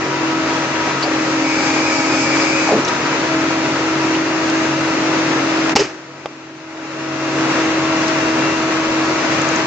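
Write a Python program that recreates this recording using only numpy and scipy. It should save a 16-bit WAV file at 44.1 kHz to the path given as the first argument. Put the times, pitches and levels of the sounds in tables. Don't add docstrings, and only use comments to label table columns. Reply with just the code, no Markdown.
import sys
import numpy as np
from scipy import signal
from scipy.fft import rfft, irfft, dct, next_fast_len
from scipy.io import wavfile
from scipy.ndimage import uniform_filter1d, map_coordinates

SR = 44100
rng = np.random.default_rng(int(sys.argv[2]) if len(sys.argv) > 2 else 0)


def transcribe(signal):
    frames = np.atleast_2d(signal).T
    limited = np.clip(frames, -1, 1)
    pcm = np.round(limited * 32767).astype(np.int16)
    wavfile.write(sys.argv[1], SR, pcm)


def magnitude_from_level(level_db):
    exponent = np.asarray(level_db, float) / 20
    return 10 ** exponent


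N = 426006
T = np.arange(N) / SR
TOP_HZ = 8060
OPEN_S, CRACK_S, SWELL_S, SHUT_S, CLOSE_S = 1.05, .1, .4, 2.7, 0.2
DIP_S = 5.751

# start_s, peak_db, ring_hz, width_hz,
# t60_s
TICKS = [(1.026, -14, 3400, 2800, 0.07), (1.024, -12.5, 4600, 700, 0.1), (1.06, -26.5, 4800, 500, .04),
         (2.417, -14.5, 4920, 300, .05), (2.848, -15, 5860, 1180, .03), (2.877, -13.5, 3800, 1800, 0.054),
         (2.881, -14, 5600, 3500, 0.05), (4.15, -15, 2750, 503, 0.036), (4.498, -12, 4030, 7030, .016),
         (5.694, -7.5, 2260, 2000, 0.01), (6.2572, -1.5, 2230, 2530, 0.024), (8.079, -14, 5030, 3010, .04),
         (8.934, -23.5, 3460, 2500, 0.018), (9.346, -16.5, 4970, 3010, .008),
         (9.4165, -12.5, 6660, 1000, 0.008), (9.488, -14, 6600, 994, 0.009),
         (9.559, -12.5, 6360, 910, .016)]
# start_s, thud_db, thud_hz, crack_db, t60_s
KNOCKS = [(5.694, -2, 850, -4, .011), (5.7532, 8.5, 259.2, 7.5, .03), (5.759, 5.5, 799, 15, .042),
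          (5.763, 3, 909, 8, .035), (5.767, 5, 430, 6, .035), (5.792, -7, 546, -6, .05),
          (5.803, -9.5, 850, -3.5, 0.043), (5.85, -6.5, 313, -11, .055), (6.2576, 7.5, 556, -4, 0.013),
          (6.258, 5.5, 825, -6.5, .014), (6.258, 4.5, 1142, -10.5, .014), (6.266, 1, 601, -13.5, 0.012),
          (6.288, -18, 498, -13, 0.02)]


def unit(x):
    return x / np.sqrt(np.mean(x ** 2) + 1e-20)


def along(points, hz):
    f, v = np.transpose(points)
    return np.interp(np.log(hz + 1), np.log(f + 1), v)


def curves(rows):
    s, *cols = np.transpose(rows)
    return [np.interp(T, s, c) for c in cols]


def wobble(rate_hz):
    coarse = T[::32]
    knots = rng.standard_normal(int(N * rate_hz / SR) + 4)
    return np.interp(T, coarse, map_coordinates(knots, [coarse * rate_hz]))


def filtered(x, response):
    m = next_fast_len(x.shape[-1] + 8192)
    return irfft(rfft(x, m) * response(np.fft.rfftfreq(m, 1 / SR)), m)[..., :x.shape[-1]]


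def resonance(f, hz, width_hz):
    return 1j * f * width_hz / (hz * hz - f * f + 1j * f * width_hz)


def stereo(pair, colour):
    # freq_hz, likeness_0_1
    alike = [(60, .92), (300, .96), (470, .92), (940, .6), (1900, .5), (2700, .35), (3200, .1), (7500, .2)]
    # freq_hz, left_minus_right_db
    lean = [(60, 0.5), (100, 0.0), (180, -0.5), (300, -0.5), (510, 2.0), (870, 1.0), (1490, 4.0),
            (2550, 4.5), (4370, 0.5), (7460, 2.5)]
    # freq_hz, left_lead_rad
    port_lead = [(300, .1), (1400, -.4), (2700, -1.3), (4000, -6.5), (7700, -12)]

    def spread(f):
        turn = np.arccos(np.clip(along(alike, f), -1, 1)) / 2
        return colour(f) * [np.cos(turn), np.sin(turn)]

    def tilt(f):
        left = magnitude_from_level(along(lean, f) / 2) * np.exp(.5j * along(port_lead, f))
        return [left, 1 / left]

    mid, side = filtered(pair, spread)
    return unit(filtered(np.array([mid + side, mid - side]), tilt))


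def tone(turns, db, pan_db=0, lead_rad=0, waver_db=0.5, drift=0.33):
    phase = 2 * np.pi * turns + drift * (wobble(12) + .2 * wobble(40))
    size = magnitude_from_level(db + waver_db * wobble(9)) * np.sqrt(2)
    own = .1 * abs(pan_db) * wobble(2)
    left = magnitude_from_level(pan_db / 2) * np.sin(phase + lead_rad / 2 + own)
    right = magnitude_from_level(-pan_db / 2) * np.sin(phase - lead_rad / 2 - own)
    return size * np.array([left, right])


def add(out, s, sound):
    spot = out[..., round(s * SR):round(s * SR) + sound.shape[-1]]
    spot += sound[..., :spot.shape[-1]]


def breeze():
    lumps = magnitude_from_level(3 * np.array([wobble(3), wobble(3)]) + 2.2 * wobble(1.2))
    air = rng.standard_normal((2, N)) + rng.standard_normal(N)
    return magnitude_from_level(-70.5) * unit(lumps * filtered(air, lambda f: resonance(f, 40, 45) ** 2))


def handling():
    # freq_hz, level_db_per_hz
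    crack = [(300, -13.5), (1000, -3), (1800, -4), (2800, -0.5), (3700, -9.5), (5000, -1.5), (6300, -5),
             (8000, -16.5)]
    # time_s, buzz_db, buzz_hz, scrape_db
    rattle = [
        (5.768, -41.5, 400, -7),
        (5.785, -17, 403, -10),
        (5.795, -10.5, 394, -9),
        (5.812, -8.5, 408, -11.5),
        (5.824, -6.5, 415, -14),
        (5.832, -32.5, 423, -12),
        (5.86, -49, 418, -15.5),
        (5.93, -45, 423, -25.5),
    ]
    # start_s, peak_db, left_minus_right_db
    bumps = [(1.014, -51, 3.0), (2.386, -44, 1.0), (3.454, -55, 0.0), (5.214, -51, -2.5), (5.638, -47, 1),
             (5.787, -51, 2), (7.811, -56, 1), (8.248, -38, 2), (8.574, -40, -2), (8.881, -36, -1),
             (9.184, -54, -2), (9.507, -43, 6)]
    out, t = np.zeros((2, N)), T[:SR // 6]

    def gritty(n):
        noise = unit(filtered(rng.standard_normal((3, n)), lambda f: magnitude_from_level(along(crack, f))))
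        return [[1, 0.16, 0], [1, 0, 0.6]] @ noise

    for s, thud_db, hz, crack_db, t60_s in KNOCKS:
        thud = -magnitude_from_level(thud_db - 60 * t / t60_s) * (1 - np.exp(-t / 0.00066)) * np.sin(2 * np.pi * hz * t)
        thud = thud - thud.sum() * np.exp(-t / .004) / (.004 * SR)
        snap = magnitude_from_level(crack_db - 9 - 60 * t / t60_s) * (1 - np.exp(-t / 0.0012)) * gritty(len(t))
        add(out, s, thud + snap)
    for s, db, pan_db in bumps:
        push = np.sin(2 * np.pi * 32 * t + rng.normal(0, .6, (2, 1)))
        push = push * magnitude_from_level(-60 * t / .15) * (1 - np.exp(-t / .015))
        add(out, s, magnitude_from_level(db + 5.5 + pan_db * np.array([[.5], [-.5]])) * push)
    buzz_db, buzz_hz, scrape_db = curves(rattle)
    live = (T > rattle[0][0]) & (T < rattle[-1][0])
    buzz = magnitude_from_level(buzz_db) * np.sin(2 * np.pi * np.cumsum(buzz_hz) / SR)
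    return out + live * (buzz + magnitude_from_level(scrape_db - 8) * gritty(N))


def ticks():
    out, t = np.zeros((2, N)), T[:SR // 8]
    for s, db, hz, width_hz, t60_s in TICKS:
        near, left, right = rng.standard_normal((3, len(t)))
        envelope = magnitude_from_level(-60 * t / t60_s) * (1 - np.exp(-t * 22 / t60_s))
        burst = envelope * (near + 0.86 * np.array([left, right]))
        ring = filtered(burst, lambda f: resonance(f, hz, width_hz) ** 2)
        add(out, s, magnitude_from_level(db) * ring / abs(ring).max())
    return out


def surges():
    # start_s, length_s, level_db, first_hz, last_hz
    hose_surges = [
        (1.02, .08, -23, 804, 599),
        (2.65, .145, -16, 1300, 239.5),
        (2.7, .115, -14.5, 430, 200),
        (2.685, 0.061, -19, 700, 380),
    ]
    width_hz = 220
    out = np.zeros(N)
    for s, length_s, db, first_hz, last_hz in hose_surges:
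        u = np.linspace(0, 1, round(length_s * SR))
        slide = 2 * np.pi * np.cumsum(first_hz * (last_hz / first_hz) ** u) / SR
        noise = rng.standard_normal((2, len(u)))
        rough = unit(filtered(noise, lambda f: 1 / (1 + (f / width_hz) ** 2)))
        whoop = rough[0] * np.cos(slide) + rough[1] * np.sin(slide)
        add(out, s, magnitude_from_level(db) * np.sin(np.pi * u ** 1.1) * whoop)
    return filtered(out, lambda f: 1 / (1 + (150 / (f + 1)) ** 6))


def valve():
    # mode_hz, width_hz, level_db
    squeal_modes = [(2110, 20, -7), (2190, 20, -5), (2272, 14, 0), (2335, 12, 0), (2462, 16, -1),
                    (2520, 25, -6), (2700, 30, -12), (4570, 60, -12), (5000, 120, -12)]
    # freq_hz, level_db_per_hz
    jet = [(1800, -30.5), (2400, -13), (3300, -17.5), (4900, 1), (6000, -0.5), (7200, -1.5), (8000, -10.5)]
    # start_s, length_s, pitch_hz
    flares = [(1.421, .12, 2240), (1.49, 0.14, 2455), (1.581, 0.15, 2266), (1.659, .27, 2460),
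              (1.688, .19, 2340), (1.883, .21, 2280), (2.08, .12, 2466), (2.183, .2, 2310),
              (2.279, .27, 2295), (2.442, .15, 2328), (2.5, 0.13, 2505), (2.566, 0.16, 2270)]
    flare_db, scatter_db, glide_hz = -27, 2.5, 40
    shut_db = 39.5
    stages_s = [OPEN_S, OPEN_S + CRACK_S, OPEN_S + CRACK_S + SWELL_S, SHUT_S, SHUT_S + CLOSE_S]

    def flow(db, swell_db, creep_db):
        return magnitude_from_level(db + np.interp(T, stages_s, [-shut_db, -swell_db, 0, creep_db, -shut_db]))

    def modes(f):
        return sum((-1) ** k * magnitude_from_level(db) * resonance(f, hz, w) for k, (hz, w, db) in enumerate(squeal_modes))

    flutter = magnitude_from_level(1.7 * wobble(14))
    hiss = stereo(flutter * rng.standard_normal((2, N)), lambda f: magnitude_from_level(along(jet, f)) * (f > 1500))
    squeal = stereo(rng.standard_normal((2, N)), modes)
    out = flow(-27.5, 11.5, 1) * hiss + flow(-26.5, 24.5, 0) * squeal
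    sizes_db = flare_db + scatter_db * rng.standard_normal(len(flares))
    for s, length_s, hz, db in np.column_stack([flares, sizes_db]):
        u = np.linspace(0, 1, round(length_s * SR))
        shiver = np.cumsum(rng.standard_normal(len(u))) * .04
        glide = glide_hz * rng.standard_normal() * (u ** 2 - u)
        phase = 2 * np.pi * length_s * (hz * u + glide) + shiver
        flare = magnitude_from_level([[2], [-2]]) * np.sin(phase + [[-.5], [.5]])
        add(out, s, magnitude_from_level(db) * np.sin(np.pi * u) ** 0.44 * flare)
    return out


def machine():
    # time_s, pulse_rate_hz, ripple_db
    shaft = [(0, 322.4, -27.5), (.4, 321.2, -22.5), (.78, 320.3, -30), (1.0, 319.3, -29.5),
             (1.15, 317.1, -21), (1.6, 315.3, -22.5), (2.0, 317.5, -23), (2.7, 317.3, -21.5),
             (2.9, 318.8, -36.5), (3.05, 321, -28), (3.4, 321.1, -20.5), (3.75, 321, -24), (4.1, 321, -21),
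             (5.5, 320.8, -20.5), (6.1, 320.6, -25), (6.9, 320.1, -20), (8.4, 320.7, -21.5),
             (9.66, 320.7, -23)]
    # time_s, turn_share_0_1
    swing = [
        (0, 0.4),
        (.8, 0),
        (5.8, .05),
        (7.6, 1),
        (9.66, .9),
    ]
    # pump_multiple, level_db, db_per_ripple_db, load_gain_db, turn_gain_db
    pump_orders = [(2, -34, 0.54, -1.5, 3), (3, -36, -0.24, -1, 0), (4, -39, -0.5, 1.5, 0.5)]
    # firing_multiple, level_db, db_per_ripple_db, load_gain_db, turn_gain_db
    exhaust_orders = [(1, -36, .1, -2.5, 1.5), (2, -30, .8, 2.5, -5), (4, -38.5, 0.55, 5.5, 1.5),
                      (8, -50, 0.073, 1, 15.5), (6, -39, 0, 5, 1)]
    # centre_s, half_length_s, boost_db
    flutters = [(.14, 0.044, 5), (0.227, 0.037, 8), (0.323, .05, 7), (0.513, .025, 9), (0.562, 0.02, 11),
                (0.636, 0.041, 7.5), (.82, .12, 3)]
    # pump_multiple, level_db, left_minus_right_db, left_lead_rad
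    whine_lines = [(.2895, -49, 0, 0), (1.158, -37, -.5, .2), (.773, -41, 0, 0), (1.545, -43, 0, 0),
                   (5, -47, 4, .3), (4.247, -43, 3, -1), (6.18, -46, 4, -.8)]
    # freq_hz, level_db_per_hz
    roar_colour = [(25, -39), (55, -29), (85, -16.5), (150, -5.5), (210, -6.5), (270, -2), (420, -2.5),
                   (750, -5), (1300, -3.5), (2600, -8), (3300, -14), (5000, -14.5), (6500, -16),
                   (7900, -28)]

    rate_hz, ripple_db = curves(shaft)
    facing, = curves(swing)
    opening = np.interp(T, OPEN_S + np.array([0, CRACK_S]), [0, 1])
    load = opening * np.interp(T, SHUT_S + np.array([0, CLOSE_S]), [1, 0])

    def level(db, follow, load_db, turn_db):
        usual_ripple_db = -21
        return db + follow * (ripple_db - usual_ripple_db) + load_db * load + turn_db * facing

    turns = np.cumsum(rate_hz) / SR
    firing = .4343 * turns

    second, third, last = (level(*row[1:]) for row in pump_orders)
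    flutter_db = sum(db * np.clip(1 - ((T - s) / half_s) ** 2, 0, 1) for s, half_s, db in flutters)
    pump = tone(turns, ripple_db, -.5, .15, waver_db=1.0, drift=0.18)
    pump += tone(2 * turns, second, 5, 0.53, waver_db=2.1, drift=0.17)
    pump += tone(3 * turns, third + flutter_db, 1.1, 0.25, waver_db=1.4, drift=.5)
    pump += tone(4 * turns, last + .6 * flutter_db, 5, 0, waver_db=3, drift=0.65)

    note, twice, fourth, mesh, sixth = (level(*row[1:]) for row in exhaust_orders)
    exhaust = tone(firing, note, waver_db=3, drift=0.07)
    exhaust += tone(2 * firing, twice, waver_db=2.0, drift=0.2)
    exhaust += tone(4 * firing, fourth, waver_db=2.5)
    exhaust += tone(8 * firing, mesh, 5, .4)
    exhaust += tone(6 * firing, sixth, 5.5, -1.8, waver_db=2.0, drift=0.36)
    turbine = tone(8.495 * turns, -44 + 6.5 * facing, 7, -1.4, waver_db=2.2, drift=.6)

    whines = sum(tone(k * turns, db, pan_db, lead_rad, waver_db=3.5, drift=.75)
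                 for k, db, pan_db, lead_rad in whine_lines)
    unsteady = .45 * wobble(35) + 0.55 * wobble(8) + .4 * wobble(1.5016)
    throb = magnitude_from_level(.45 * np.cos(2 * np.pi * firing) + unsteady)
    roar = stereo(throb * rng.standard_normal((2, N)), lambda f: magnitude_from_level(along(roar_colour, f)))
    return pump + exhaust + turbine + whines + magnitude_from_level(-19.5) * roar


def scene():
    return breeze() + handling() + ticks() + surges() + valve() + machine()


def gain_control():
    lead_s, blow_s, spring_s = .012, 0.0054, 0.058
    limiter_db = np.interp(T, DIP_S + np.array([-lead_s, 0, blow_s, blow_s + spring_s]), [0, -15, -12, 0])
    sink_s, sink_time_s, sink_db = 5.8, .075, -17
    climb_s, climb_db_per_s = 6.608, 21.5
    leveller_db = sink_db * (1 - np.exp(-np.clip(T - sink_s, 0, None) / sink_time_s))
    leveller_db = leveller_db + climb_db_per_s * np.clip(T - climb_s, 0, None)
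    return .5 + limiter_db + np.minimum(0, leveller_db)


def starved(x, scatter_db):
    # freq_hz, step_db
    coarse_steps = [(40, -50), (120, -30), (300, -16), (2400, -6), (3100, 5.5), (5500, 6), (6800, 6.5),
                    (8000, 9)]
    hop, band = 2816, 8
    count = N // hop + 3
    window = np.sin(np.pi * (np.arange(2 * hop) + .5) / (2 * hop))
    pair = np.pad([x[0] + x[1], x[0] - x[1]], ((0, 0), (hop, count * hop - N)))
    blocks = pair[:, hop * np.arange(count)[:, None] + np.arange(2 * hop)] * window
    a, b, c, d = np.split(blocks, 4, axis=2)
    lines = dct(np.dstack([-c[..., ::-1] - d, a - b[..., ::-1]]), type=4, norm="ortho")

    power = uniform_filter1d(np.mean(lines ** 2, axis=0), size=10 * band)
    level = np.sqrt(abs(power)) + 1e-9
    scatter = rng.standard_normal((count, hop // band))
    scatter = np.repeat((scatter + np.roll(scatter, 1, axis=0)) / np.sqrt(2), band, axis=1)
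    step = level * magnitude_from_level(along(coarse_steps, np.arange(hop) * SR / 2 / hop) + scatter_db * scatter)
    hits = np.array([row[0] for row in TICKS + KNOCKS]) * SR // hop
    step[np.isin(np.arange(count), np.append(hits, hits + 1))] *= .05
    rounded = np.sign(lines) * np.floor(abs(lines) / step + .42) * step

    u, v = np.split(dct(rounded, type=4, norm="ortho"), 2, axis=2)
    back = np.dstack([v, -v[..., ::-1], -u[..., ::-1], -u]) * window
    mid, side = (back[:, :-1, hop:] + back[:, 1:, :hop]).reshape(2, -1)[:, :N]
    return np.array([mid + side, mid - side]) / 2


def low_pass(x):
    return signal.sosfilt(signal.butter(12, 8060, fs=SR, output="sos"), x)


def record(dry):
    full = filtered(dry, lambda f: f < TOP_HZ)
    treble = filtered(dry, lambda f: (f < TOP_HZ) / (1 + (2200 / (f + 1)) ** 4))
    starve_db = np.interp(T, DIP_S + np.array([-.026, -.004, 0, .001]), [0, -22, -22, 0])
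    ducked = magnitude_from_level(gain_control()) * (full + (magnitude_from_level(starve_db) - 1) * treble)
    x = starved(ducked, scatter_db=2.5)
    clipped = x / (1 + abs(x / 1.15) ** 8) ** (1 / 8)
    return low_pass(clipped)


dry = scene()
out = record(dry)
transcribe(out)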